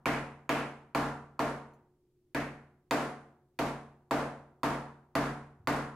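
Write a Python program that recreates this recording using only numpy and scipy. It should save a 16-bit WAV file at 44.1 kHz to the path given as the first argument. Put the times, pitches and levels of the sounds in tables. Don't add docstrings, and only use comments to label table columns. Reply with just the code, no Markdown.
import sys
import numpy as np
from scipy import signal
from scipy.io import wavfile
from scipy.ndimage import uniform_filter1d

SR = 44100
rng = np.random.default_rng(int(sys.argv[2]) if len(sys.argv) > 2 else 0)


def natural_amplitude(level_db):
    exponent = np.asarray(level_db, float) / 20
    return 10 ** exponent


def to_wav(s):
    ch = np.atleast_2d(s).T
    pcm = np.round(np.clip(ch, -1, 1) * 32767)
    wavfile.write(sys.argv[1], SR, pcm.astype(np.int16))


N = 262395


def read(points, hz):
    point_hz, value = np.transpose(points)
    return np.interp(np.log(hz + 1), np.log(point_hz + 1), value)


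def add(mix, start_s, sound):
    at = round(start_s * SR)
    sound = sound[..., max(-at, 0):]
    part = mix[:, max(at, 0):][:, :sound.shape[-1]]
    part += sound[..., :part.shape[1]]


def ring(modes, gains, seconds, rise_cycles=.05):
    hz, db, t60 = np.transpose(modes)[:, :, None]
    t = np.arange(round(seconds * SR)) / SR
    swell = 1 - np.exp(-t * hz / rise_cycles)
    decay = natural_amplitude(db - 60 * t / t60)
    return (gains[:, None] * swell * decay * np.sin(2 * np.pi * hz * t)).sum(0)


def chance(count):
    re, im = rng.standard_normal((2, 2, count, 257)).transpose(0, 1, 3, 2)
    return re + 1j * im


# pitch_hz, likeness (0 to 1)
LIKENESS = [(60, 0.99), (180, 1), (550, 0.94), (1650, 0.64), (4970, 0.077), (15000, 0.24)]
# pitch_hz, left_over_right_db
BALANCE = [(500, 0), (2500, -0.5), (6000, 0), (15000, -2)]


def stereo(field):
    hz = np.fft.rfftfreq(512, 1 / SR)[:, None]
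    same = np.clip(read(LIKENESS, hz), 0, 1)
    side = natural_amplitude(read(BALANCE, hz) / 2)
    left = field[0] * side
    right = (same * field[0] + np.sqrt(1 - same ** 2) * field[1]) / side
    return signal.istft(np.array([left, right]), nperseg=512, noverlap=384)[1]


# pitch_hz, level_db
TAP_COLOUR = [(600, -0.77), (1000, -2.5), (2000, -3.2), (4000, -3.34), (6500, 0.06)]
BEND_IN_ROOM = 0.29


def tint(hz, blow):
    strength_db, boom_db, band_hz, lift_db, bend_db = blow
    boom_knee_hz, half_width_octaves = 170, .5
    hard_knee_hz, hard_slope, usual_db = 3000, 0.32, -18

    def bell(centre_hz):
        return np.exp(-(np.log2((hz + 1) / centre_hz) / half_width_octaves) ** 2)

    boom = boom_db / (1 + (hz / boom_knee_hz) ** 4)
    favoured = lift_db * bell(band_hz)
    bend = BEND_IN_ROOM * bend_db * bell(PHONE_MODES[0][0])
    hardness = hard_slope * (strength_db - usual_db) / (1 + (hard_knee_hz / (hz + 1)) ** 4)
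    return natural_amplitude(strength_db + read(TAP_COLOUR, hz) + boom + favoured + bend + hardness)


# pitch_hz, level_db, t60_s
PHONE_MODES = [(1053, 15, 0.0085), (1940, 4.5, 0.0067), (2365, -3, 0.011), (3620, -12.5, 0.013),
               (4470, -11.5, .014), (6800, -19, 0.0062)]


def knock(blow):
    hz, bend_db = np.array(PHONE_MODES)[:, 0], blow[-1]
    lowest_db = (2 - BEND_IN_ROOM) * bend_db * (hz == hz.min())
    spot_db = 3.7 * rng.standard_normal(len(hz))
    return -ring(PHONE_MODES, tint(hz, blow) * natural_amplitude(lowest_db + spot_db), 1, rise_cycles=1.8)


def crack(strength_db):
    t = np.arange(SR) / SR
    level_db, t60_s = -20, .022
    noise = rng.standard_normal(SR) + 0.91 * rng.standard_normal((2, SR))
    press = 1 - np.exp(-t / .0005)
    return noise * natural_amplitude(strength_db + level_db - 60 * t / t60_s) * press


# pitch_hz, level_db, t60_s
THUD = [(188, -12, .03), (287, -5.5, 0.022)]


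def thud(blow):
    return -ring(THUD, tint(np.array(THUD)[:, 0], blow), 1, rise_cycles=.9)


# pitch_hz, level_db, t60_s
ROOM_MODES = [(49, -12, .7), (80.7, -16.5, 1), (118, -16, 0.41), (141.8, 1.5, 0.77), (180.6, -13, 0.8),
              (225.6, -1.5, 0.7), (234.8, -2.5, 0.5), (248, 0, 0.59), (283.8, 8, 0.38), (294.8, -5, 0.71),
              (309.5, 4, 0.24), (355.5, -6.5, 0.46), (397, -4, 0.13), (454.4, -0.5, 0.59),
              (437.8, -18.5, 0.43), (542, -8.5, 0.63), (631, -8.5, 0.45), (618, -15.5, 0.42),
              (659.6, 5, 0.27), (681, 2.5, .35), (729, -4, 0.76), (816, -7.5, 0.56), (924, -7, 0.78),
              (960, -16.5, 0.7), (922, -8.5, .4), (1000, -4, 0.09), (1110, -2.5, 0.32), (1200, -12, 0.41),
              (1373, -2, 0.52), (1520, -6, 0.1)]


def room_modes(blow, signs):
    hz = np.array(ROOM_MODES)[:, 0]
    spot_db = 2.6 * np.minimum(hz / 900, 1) * rng.standard_normal(len(hz))
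    damped = [(f, db, min(t60, 1.15 * read(TAIL_T60, f))) for f, db, t60 in ROOM_MODES]
    return natural_amplitude(-15.5) * ring(damped, signs * tint(hz, blow) * natural_amplitude(spot_db), 1, rise_cycles=0.81)


# pitch_hz, level_db (per Hz)
TAIL = [(60, -35), (150, -21.5), (330, -12), (600, -12), (1000, -9), (1700, -13), (2500, -20),
        (3300, -25.5), (4600, -28), (5500, -32.5), (9000, -40), (15300, -42), (16500, -74.5)]
# pitch_hz, t60_s
TAIL_T60 = [(60, 0.99), (150, 0.74), (300, 0.56), (1000, 0.58), (2500, 0.48), (5000, 0.44), (10000, 0.49),
            (15000, 0.19)]
# pitch_hz, likeness (0 to 1)
REPEATS = [(300, .9), (1000, .7), (2500, .45), (6000, .2)]


def room_tail(blow, usual):
    hz, frame_s = np.fft.rfftfreq(512, 1 / SR)[:, None], np.arange(usual.shape[2]) * 128 / SR
    alike = read(REPEATS, hz)
    field = alike * usual + np.sqrt(1 - alike ** 2) * chance(count=usual.shape[2])
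    level_db = -5 + read(TAIL, hz) - 60 * frame_s / read(TAIL_T60, hz)
    tail = stereo(field * tint(hz, blow) * natural_amplitude(level_db))[:, :SR]
    return (1 - np.exp(-np.arange(SR) / SR / 0.0033)) * tail


def tap(blow, signs, usual):
    direct = (knock(blow) + crack(blow[0])) * natural_amplitude([[-.9], [.9]])
    return direct + thud(blow) + room_modes(blow, signs) + room_tail(blow, usual)


# start_s, strength_db, boom_db (low end), band_hz (centre), lift_db (of the band),
# bend_db (half the gain of the lowest phone mode)
TAPS = [(0.057, -17, 2, 2300, 5.5, -2.5), (0.4922, -17, -4, 2600, 5.5, -0.5),
        (0.9483, -17.5, 2.5, 1200, 1.5, 1), (1.3927, -19.5, 0.3, 543, 3.5, -0.5),
        (2.3467, -22.5, 3, 2100, 4.5, -14.5), (2.9098, -15, -6, 650, 1, -6),
        (3.5892, -19, 0.5, 1600, -2.5, -4), (4.1097, -17.5, 0.5, 610, 5, -2),
        (4.6323, -18, 1.1, 1000, 1.5, 0), (5.1525, -16.5, 3.5, 1340, 1.5, -3.5),
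        (5.6723, -16.5, 2.3, 1410, 1, -0.2)]
EARLIER_TAP = (-0.6366, 3.5, -6.5, 1500, 2.5, .1)


def taps(mix):
    signs = (-1.) ** np.arange(len(ROOM_MODES))
    usual = chance(count=SR // 128 + 5)
    for start_s, *blow in [EARLIER_TAP] + TAPS:
        add(mix, start_s, tap(blow, signs, usual))


# start_s, level_db
CLINKS = [(1.736, -76.5)]
# pitch_hz, level_db, t60_s
STEEL = [(4300, -3.5, .06), (6100, -2, 0.11), (7144, -3, .12), (10450, -4, 0.092), (14450, -7, .1),
         (14910, -7, .15)]


def clinks(mix):
    for start_s, level_db in CLINKS:
        add(mix, start_s, natural_amplitude(level_db) * ring(STEEL, np.ones(len(STEEL)), .3))


# start_s, level_db (before the envelope), pitch_hz
BUMPS = [(5.599, -48.5, 96), (5.645, -50.5, 109)]


def bumps(mix):
    t = np.arange(SR // 10) / SR
    envelope = np.e * t / 0.008 * np.exp(-t / 0.0062)
    for start_s, level_db, pitch_hz in BUMPS:
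        add(mix, start_s, natural_amplitude(level_db) * np.sin(2 * np.pi * pitch_hz * t) * envelope)


# pitch_hz, level_db (rms before wavering)
HUM = [(134.6, -82.5), (242.2, -90.5), (360.7, -76), (419.9, -95.5)]


def hum():
    t, out = np.arange(N) / SR, np.zeros(N)
    for pitch_hz, level_db in HUM:
        waver = uniform_filter1d(rng.standard_normal(N), 4000) * 18
        tone = np.sin(2 * np.pi * (pitch_hz * t + rng.random()))
        out += np.sqrt(2) * natural_amplitude(level_db) * (1 + waver) * tone
    return out


# (per Hz, relative)
AIR = [(18, -57.5), (30, -29), (75, -9.5), (124, -21), (161, -22), (295, -30.5), (328, -16.5), (364, -10.5),
       (394, -24.5), (473, -31), (1500, -44), (16000, -49)]


def hiss():
    hz = np.fft.rfftfreq(512, 1 / SR)[:, None]
    noise = stereo(chance(count=N // 128 + 5) * natural_amplitude(read(AIR, hz)))[:, :N]
    return natural_amplitude(-76) * noise / noise.std()


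def scene():
    mix = hiss() + hum()
    taps(mix)
    clinks(mix)
    bumps(mix)
    return mix


def top_cut(x):
    return signal.sosfilt(signal.butter(12, 16790, fs=SR, output="sos"), x)


def record(dry):
    power_db = 10 * np.log10(abs(uniform_filter1d((dry ** 2).mean(0), 130)) + 1e-12)
    fall = np.arange(N) * 300.0 / SR
    held_db = np.maximum.accumulate(power_db + fall) - fall
    over_db = np.maximum(held_db + 33.0, 0)
    lag = np.exp(-1 / (0.0016 * SR))
    smooth_db = signal.lfilter([1 - lag], [1, -lag], over_db)
    ducked = dry / natural_amplitude(.5 * smooth_db)
    edge = signal.firwin(129, 16000, window=("kaiser", 8), fs=SR)
    return top_cut(signal.oaconvolve(ducked, edge[None], "same"))


dry = scene()
out = record(dry)
to_wav(out)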